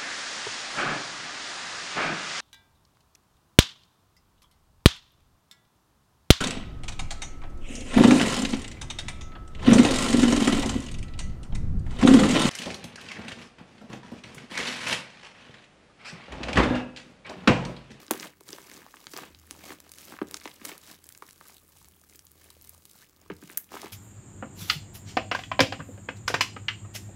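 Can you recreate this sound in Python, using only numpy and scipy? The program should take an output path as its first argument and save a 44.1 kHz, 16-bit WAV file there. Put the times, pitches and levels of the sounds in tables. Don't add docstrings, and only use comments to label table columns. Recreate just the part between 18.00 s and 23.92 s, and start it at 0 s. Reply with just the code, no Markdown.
import sys
import numpy as np
from scipy import signal
from scipy.fft import rfft, irfft
from scipy.io import wavfile

SR = 44100
rng = np.random.default_rng(int(sys.argv[2]) if len(sys.argv) > 2 else 0)


def transcribe(u):
    v = np.clip(np.atleast_2d(u).T, -1, 1)
    q = np.round(v * 32767).astype(np.int16)
    wavfile.write(sys.argv[1], SR, q)


N = 261072

# [dB per Hz, relative]
HISS_SHAPE = [(15, -45.5), (25, 21.5), (70, 14.5), (130, 19), (212, 15.5), (476, -20.5), (591, -24.5),
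              (1190, 5), (13200, -54), (16000, 10.5)]
HISS_LEVEL_DB = -62.5
# start_s [s], level_db [dB rms]
HUM_LEVEL = [(0.0, -73), (1.2, -77), (1.34, -58.5), (1.98, -70), (2.37, -62), (2.49, -72.5), (3.12, -67),
             (3.13, -76), (3.71, -69.5), (3.84, -61.5), (4.01, -70.5), (4.78, -60.5), (4.83, -74.5),
             (5.01, -68.5), (5.04, -79.5), (5.36, -55.5), (5.44, -74), (5.92, -67.5)]
HUM_HZ, HUM_WIDTH_HZ = 79.43, 4.75
# pitch_hz [Hz], t60_s [s to fall 60 dB]
ROOM_DECAY = [(250, 0.195), (700, 0.204), (2000, 0.23), (5000, 0.129), (13000, 0.1615)]
ROOM_TAIL_DB = -12
# delay_s [s], level_db [dB]
NEAR_ECHOES = [(.0009, -28.5), (.0018, -24), (.0034, -28.5), (.0051, -26), (0.0105, -25.5)]
# start_s [s], level_db [dB], pitch_hz [Hz]
SLIT_SQUEAK = [(4.92, -79.5, 1297), (4.945, -66.5, 1450), (5.0, -71.5, 1500), (5.02, -66.5, 1487),
               (5.03, -53.5, 1643), (5.04, -66, 2000), (5.05, -85, 2100)]
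SQUEAK_WIDTH_HZ = 203
# hardest_grip_s [s], build_up_s [s], let_go_s [s],
# pockets_db [dB], bubbles_db [dB]
HAND_SQUEEZES = [(0, .05, 0.098, -54, -57), (0.171, 0.064, .1, -52.5, -52),
                 (.24, 0.088, 0.0691, -47, -50.5), (.49, 0.0425, 0.063, -60, -55),
                 (.55, 0.11, 0.143, -56.5, -53.5), (.75, 0.193, 0.162, -55, -56),
                 (1.0, 0.259, 0.168, -63.5, -60.5), (1.13, 0.047, 0.105, -62.5, -51.5),
                 (1.189, 0.0615, 0.1228, -47.5, -53), (1.6, 0.262, 0.229, -61, -58.5),
                 (1.708, 0.124, 0.0582, -49.5, -51), (1.864, 0.066, 0.0586, -61, -64),
                 (2.005, 0.098, 0.183, -60.5, -53), (2.133, 0.142, 0.056, -53, -55.5),
                 (2.359, 0.142, .04, -58.5, -57.5), (2.449, 0.072, 0.191, -57.5, -57),
                 (2.691, 0.0918, 0.0946, -49, -49), (2.906, 0.124, 0.0685, -54.5, -52.5),
                 (3.06, 0.102, .1, -68, -66), (3.239, 0.076, 0.143, -71.5, -63),
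                 (3.49, 0.169, 0.136, -63, -58), (3.783, 0.13, 0.16, -71, -62),
                 (4.141, 0.101, 0.054, -70, -62.5), (4.44, 0.135, 0.238, -65.5, -62),
                 (4.675, 0.12, 0.251, -70.5, -62.5), (5.017, 0.19, 0.066, -69.5, -58),
                 (5.226, 0.032, 0.133, -66.5, -76.5), (5.446, 0.107, 0.099, -63.5, -59.5),
                 (5.515, 0.0616, 0.099, -57.5, -59.5), (5.737, 0.0351, 0.179, -50, -51.5),
                 (5.86, 0.15, 0.039, -51.5, -55)]
GRIP_FADE_DB, GRIP_CURVE = -15.5, 1.4
# share [0 = pockets_db, 1 = bubbles_db],
# offset_db [dB], rest_db [dB]
SIZE_FOLLOW = [(-0.21, -2, -71), (-0.0023, 1, -71.5), (0.8876, -0.74, -72.5), (0.9782, -0.3, -68)]
LOW_TAIL_UNDER_DB, LOW_TAIL_FALL_DB_PER_S = -24, 150
TREBLE_TAIL_UNDER_DB, TREBLE_TAIL_FALL_DB_PER_S = -45.5, 190
STRETCH_START_S, STRETCH_END_S, STRETCH_DB, STRETCH_EASE_S = 3, 5, -65.5, 0.02
# lowest_hz [Hz], highest_hz [Hz],
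# rate_per_s [bursts per s at a medium squeeze], spread_db [dB of size], smooth [squelch share of power, 0-1]
BUBBLE_SIZES = [(178.15, 432.7, 350, 3, 0.58), (600, 3247, 600, 6, 0.49), (3544, 8030, 500, 6.0, 0.39),
                (8060, 22150, 500, 6, 0.45)]
# start_s [s], peak_db [dB], pitch_hz [Hz], swell [cycles, held to 0.2-6]
FILM_SNAPS = [(0.0665, -33, 6660, 0.48), (0.0812, -33, 4250, 0.63), (0.1101, -1, 9830, 0.349),
              (0.1153, -9.5, 8950, 0.18), (0.1359, -21.5, 7500, 0.4), (0.1988, -23, 5260, 0.72),
              (0.408, -30, 8970, 0.17), (0.4896, -27.5, 5300, 0.5), (0.5299, -24.5, 4740, 1),
              (0.715, -31.5, 5630, 0.5), (0.737, -28.5, 6000, 0.285), (1.0689, -21.5, 3720, 0.3),
              (1.118, -34.5, 10400, 0.57), (1.136, -29.5, 5000, 0.87), (1.1657, -24, 4930, 0.865),
              (1.1754, -16, 9300, 0.218), (1.348, -34, 3820, 0.64), (1.4683, -39.5, 11900, 0.82),
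              (1.51, -16, 6140, 0.334), (1.803, -25.5, 8500, 0.265), (1.893, -35.5, 8300, 0.45),
              (1.9182, -23, 9710, 0.39), (1.9378, -34, 5260, 0.57), (1.9567, -35.5, 11100, 0.69),
              (2.0171, -30.5, 10100, 0.4), (2.0537, -33, 13200, 1.4), (2.2713, -38, 6600, 0.38),
              (2.3117, -18.5, 10300, 0.258), (2.3432, -15, 5450, 0.42), (2.3687, -25, 5960, 0.454),
              (2.3719, -23.5, 6900, 0.31), (2.4, -34, 5300, 0.75), (2.4362, -37, 5700, 0.89),
              (2.441, -34.5, 6000, 0.43), (2.4566, -24.5, 3460, 0.17), (2.4769, -31.5, 4800, 0.76),
              (2.4946, -37, 7300, 0.38), (2.5153, -34, 3560, 0.66), (2.6512, -16, 8300, 0.363),
              (2.6544, -12.5, 9230, 0.246), (2.663, -29, 9400, 0.77), (2.6895, -30, 6400, 0.38),
              (2.7792, -28.5, 9970, 0.448), (3.0678, -32, 11200, 0.75), (3.0906, -23, 10880, 0.394),
              (3.1245, -27, 10500, 0.395), (3.1497, -35.5, 6350, 0.52), (3.1764, -29, 10000, 0.358),
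              (3.223, -33, 4230, 0.195), (3.2909, -32.5, 8000, 0.264), (3.3092, -30.5, 6500, 0.326),
              (3.3305, -33, 10300, 0.45), (3.4764, -35, 10400, 0.47), (3.484, -28, 12000, 0.81),
              (3.5438, -36, 9100, 0.47), (3.8456, -33.5, 6100, 0.25), (3.8856, -32.5, 10700, 0.56),
              (4.0976, -33.5, 6740, 0.33), (4.1625, -37.5, 13000, 1.5), (4.1928, -28.5, 7400, 0.434),
              (4.253, -37.5, 13440, 2.3), (4.2684, -35.5, 6560, 0.433), (4.3171, -32.5, 11700, 0.63),
              (4.4428, -37.5, 10360, 1.06), (4.613, -35, 7700, 0.385), (4.6224, -32, 13700, 1.36),
              (4.6477, -30, 11500, 0.347), (4.6737, -34, 10200, 0.54), (4.6942, -24, 12240, 0.73),
              (4.7474, -36.5, 9000, 0.67), (4.8542, -27, 10830, 0.337), (4.9124, -35, 9570, 0.66),
              (5.5039, -33.5, 10150, 0.8), (5.5166, -30, 12000, 0.74), (5.574, -5.5, 12100, 0.595),
              (5.5776, -6, 14200, 1.15), (5.5856, -21.5, 13300, 1.02), (5.8175, -22, 6000, 0.352)]
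# start_s [s], tick_db [dB gain], tick_hz [nominal Hz],
# thump_db [dB gain], thump_hz [nominal Hz]
POCKET_PLOPS = [(0.082, -42, 1690, -46.5, 315), (0.1078, -19.5, 1096, -31.5, 286),
                (0.1095, -19.5, 798, -20, 332.6), (0.1175, -28.5, 1190, -28.5, 296.4),
                (0.1366, -28, 2060, -37, 296), (0.1443, -37.5, 1300, -35.5, 395),
                (0.1515, -34, 1120, -51.5, 300), (0.165, -36, 1330, -50.5, 270),
                (0.169, -39, 1800, -55, 303), (0.2292, -26, 2080, -50, 200.5),
                (0.2439, -31, 1626, -50.5, 318), (0.409, -46, 954, -45.5, 410),
                (0.491, -39.5, 1360, -43, 322), (0.5301, -32, 2500, -38, 366),
                (0.584, -34.5, 1320, -50.5, 352), (0.7152, -39, 1830, -49.5, 328),
                (0.7886, -49, 1720, -47, 423), (0.864, -41.5, 1040, -74.5, 370),
                (0.9409, -35.5, 1280, -57.5, 263), (0.969, -38.5, 2390, -56, 314),
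                (1.069, -39, 1543, -53, 277), (1.136, -34, 1465, -40, 362),
                (1.165, -31.5, 1320, -42.5, 360), (1.1753, -33.5, 1750, -53, 427),
                (1.1886, -31, 1156, -63.5, 336), (1.234, -33.5, 1280, -41.5, 362),
                (1.511, -63.5, 1210, -44, 300), (1.7047, -32.5, 1780, -36, 354.6),
                (1.72, -31, 1357, -57, 332), (2.1224, -35, 1000, -41.5, 312.2),
                (2.1386, -36, 1210, -45.5, 313), (2.1882, -29.5, 1293, -62.5, 420),
                (2.2154, -23.5, 1287, -20, 316.4), (2.22, -29, 780, -30, 274),
                (2.3439, -32.5, 1383, -45, 323), (2.4147, -38, 1930, -61.5, 348),
                (2.4555, -25.5, 2466, -60, 305), (2.4563, -31, 757, -35, 320),
                (2.476, -28.5, 2010, -64, 310), (2.6152, -35.5, 1920, -40, 259.5),
                (2.6509, -35.5, 2250, -58, 350), (2.6657, -51.5, 1570, -43.5, 327),
                (2.7169, -29.5, 1990, -40, 374), (3.15, -43.5, 2090, -68, 190),
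                (3.2232, -30.5, 1170, -42.5, 466), (3.2875, -43, 1660, -68.5, 390),
                (3.411, -37, 1190, -56.5, 378), (3.81, -78.5, 600, -54.5, 61),
                (4.1489, -46, 2370, -54.5, 356), (5.3004, -26, 1411, -27, 400),
                (5.308, -34, 926, -33.5, 255.7), (5.3162, -34.5, 1950, -36.5, 192.3),
                (5.4253, -42, 1440, -39.5, 294.4), (5.4369, -47.5, 2175, -42.5, 195.6),
                (5.499, -35.5, 1830, -44.5, 329), (5.575, -31, 2013, -51.5, 254),
                (5.7186, -36.5, 980, -43.5, 329), (5.7406, -28.5, 810, -36.5, 374.5),
                (5.753, -33, 1165, -45.5, 342), (5.7664, -31.5, 995, -57, 300),
                (5.7697, -29.5, 1308, -60.5, 300), (5.8316, -34, 880, -44, 402),
                (5.8415, -35, 910, -33, 401), (5.865, -35, 1020, -60.5, 350)]
MIC_EDGE_HZ = 15900


def gain_of(db):
    return 10 ** (np.asarray(db) / 20)


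def evened(x):
    return x / np.sqrt(np.mean(x ** 2) + 1e-20)


def read(points, hz):
    f, value = np.transpose(points)
    return np.interp(np.log(hz + 1), np.log(f + 1), value)


def add(mix, s, sound):
    part = mix[max(round(s * SR), 0):][:len(sound)]
    part += sound[:len(part)]


def band(x, lo_hz, hi_hz):
    sos = signal.butter(2, [lo_hz, min(hi_hz, .45 * SR)], "bandpass", fs=SR, output="sos")
    return signal.sosfilt(sos, x)


def slow_noise(count, width_hz):
    r = np.exp(-np.pi * width_hz / SR)
    noise = rng.standard_normal(count) + 1j * rng.standard_normal(count)
    return signal.lfilter([1 - r], [1, -r], noise)


def hiss():
    hz = np.fft.rfftfreq(N, 1 / SR)
    spectrum = rfft(rng.standard_normal(N)) * gain_of(read(HISS_SHAPE, hz))
    return gain_of(HISS_LEVEL_DB) * evened(irfft(spectrum, N))


def hum():
    t = np.arange(N) / SR
    slow = slow_noise(N, HUM_WIDTH_HZ)
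    steady = slow / (abs(slow) + 0.23 * np.mean(abs(slow)))
    tone = (steady * np.exp(2j * np.pi * HUM_HZ * t)).real
    return gain_of(np.interp(t, *np.transpose(HUM_LEVEL))) * evened(tone)


def room(x):
    taps = np.zeros(SR // 2)
    at = np.arange(60, len(taps) - 20, 20)
    taps[at + rng.integers(0, 20, len(at))] = rng.choice([-1., 1.], len(at))
    hz, t, z = signal.stft(taps, SR, nperseg=128)
    decay = gain_of(-60 * t / read(ROOM_DECAY, hz)[:, None])
    tail = signal.istft(z * decay, SR, nperseg=128)[1]
    tail = gain_of(ROOM_TAIL_DB) * tail / np.linalg.norm(tail)
    for s, db in NEAR_ECHOES:
        add(tail, s, gain_of([db]))
    return signal.fftconvolve(x, tail)[:N]


def squeak():
    s, db, hz = np.transpose(SLIT_SQUEAK)
    t, out = np.arange(s[0], s[-1], 1 / SR), np.zeros(N)
    slow = slow_noise(len(t), SQUEAK_WIDTH_HZ)
    turns = np.cumsum(np.interp(t, s, hz)) / SR
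    whistle = ((slow + 0.52 * np.mean(abs(slow))) * np.exp(2j * np.pi * turns)).real
    add(out, s[0], gain_of(np.interp(t, s, db)) * evened(whistle))
    return out


def grip(t, share, offset_db, rest_db):
    s, rise, fall, pockets_db, bubbles_db = np.transpose(HAND_SQUEEZES)[:, :, None]
    away = np.where(t < s, (s - t) / np.maximum(rise, .01), (t - s) / np.maximum(fall, .01))
    peak_db = pockets_db + share * (bubbles_db - pockets_db) + offset_db
    db = peak_db + GRIP_FADE_DB * away ** GRIP_CURVE
    return (gain_of(db) ** 2).sum(0) + gain_of(rest_db) ** 2


def burst_tail(t, s, burst_db, under_db, fall_db_per_s):
    since = t - s[:, None]
    db = burst_db[:, None] + under_db - fall_db_per_s * abs(since)
    return (gain_of(db) ** 2 * (since > 0)).sum(0)


def size_levels():
    t = np.arange(0, N / SR + .01, .004)
    power = np.array([grip(t, *row) for row in SIZE_FOLLOW])
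    plops, snaps = np.transpose(POCKET_PLOPS), np.transpose(FILM_SNAPS)
    power[0] += burst_tail(t, plops[0], plops[3], LOW_TAIL_UNDER_DB, LOW_TAIL_FALL_DB_PER_S)
    power[-1] += burst_tail(t, snaps[0], snaps[1], TREBLE_TAIL_UNDER_DB, TREBLE_TAIL_FALL_DB_PER_S)
    from_ends = np.minimum(t - STRETCH_START_S, STRETCH_END_S - t)
    power[-1] += gain_of(STRETCH_DB) ** 2 * np.clip(from_ends / STRETCH_EASE_S, 0, 1)
    return t, 10 * np.log10(power)


def falling(hz, drop, fall_cycles, peak_cycles, steep):
    u = np.arange(2048) / SR * hz
    pitch = 0.7804 + drop * np.exp(-u / max(fall_cycles, .05)) + 0.311 * np.exp(-u / 2.194)
    turns = np.cumsum(pitch) * hz / SR
    shape = (u / peak_cycles * np.exp(1 - u / peak_cycles)) ** steep
    return shape * np.sin(2 * np.pi * turns)


def tick(hz):
    t = np.arange(2048) / SR
    flutter = evened(band(rng.standard_normal(len(t)), 0.444 * hz, 1.66 * hz))
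    flutter = flutter * np.exp(-t / 0.00413) * np.minimum(t * hz, 1)
    return falling(hz, 0.651, 0.497, 0.93, 2.91) + 0.287 * flutter


def thump(hz):
    return -falling(hz, 2.623, 0.4078, 1.482, 3.3)


def snap(hz, cycles):
    t = np.arange(128) / SR
    u = t * hz / np.clip(cycles, .2, 6)
    swing = np.sin(2 * np.pi * t * hz) * (u * np.exp(1 - u)) ** 2.17
    flaps = 0.279 * rng.standard_normal(64) * (rng.random(64) < .2)
    flaps *= np.exp(-np.arange(64) / SR / 0.001255)
    flaps[0] = 1
    sound = np.convolve(swing, flaps)
    return sound / abs(sound).max()


def small_bubble(hz):
    return falling(hz, 0.398, 0.623, 1.208, 1.66)


def crackle():
    s, levels_db = size_levels()
    t, out = np.arange(N) / SR, np.zeros(N)
    bunch = gain_of(2.334 * evened(band(rng.standard_normal(N), 20.4, 101.5)))
    grains = thump, small_bubble, lambda hz: snap(hz, 0.965), lambda hz: snap(hz, 0.524)
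    chance, excess = rng.random(N), np.minimum(rng.exponential(1, N), 3.2)
    for level_db, grain, row in zip(levels_db, grains, BUBBLE_SIZES):
        lo_hz, hi_hz, per_s, spread_db, smooth = row
        lag = 0 if lo_hz > 3500 else rng.integers(N)
        db = np.interp(t, s, level_db)
        crowd = gain_of(.9 * (db + 58.5))
        bursting = np.roll(chance, lag) < crowd * per_s / SR
        size = gain_of(spread_db * np.roll(excess, lag)) * bursting / np.sqrt(crowd)
        kind, pops = rng.integers(0, 10, N), np.zeros(N)
        for k, hz in enumerate(np.geomspace(lo_hz, hi_hz, 10)):
            shape = grain(hz)
            pops += signal.oaconvolve(size * (kind == k), shape / np.linalg.norm(shape))[:N]
        squelch = band(rng.standard_normal(N), lo_hz, hi_hz)
        share = np.clip(smooth, 0, 1)
        both = np.sqrt(1 - share) * evened(pops) + np.sqrt(share) * evened(squelch)
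        out += gain_of(db) * evened(both * bunch)
    return out


def bursts():
    out = np.zeros(N)
    for s, db, hz, cycles in FILM_SNAPS:
        add(out, s, gain_of(db) * snap(hz, cycles))
    for s, tick_db, tick_hz, thump_db, thump_hz in POCKET_PLOPS:
        add(out, s, gain_of(tick_db) * tick(tick_hz) + gain_of(thump_db) * thump(thump_hz))
    return out


def scene():
    slime = bursts() + crackle() + squeak()
    return (slime + room(slime) + hum() + hiss())[None]


def record(dry):
    cut = signal.sosfilt(signal.butter(2, 40, "highpass", fs=SR, output="sos"), dry)
    low_pass = signal.firwin(511, MIC_EDGE_HZ, window=("kaiser", 9), fs=SR)
    return signal.oaconvolve(cut, low_pass[None], "same")


dry = scene()
out = record(dry)
transcribe(out)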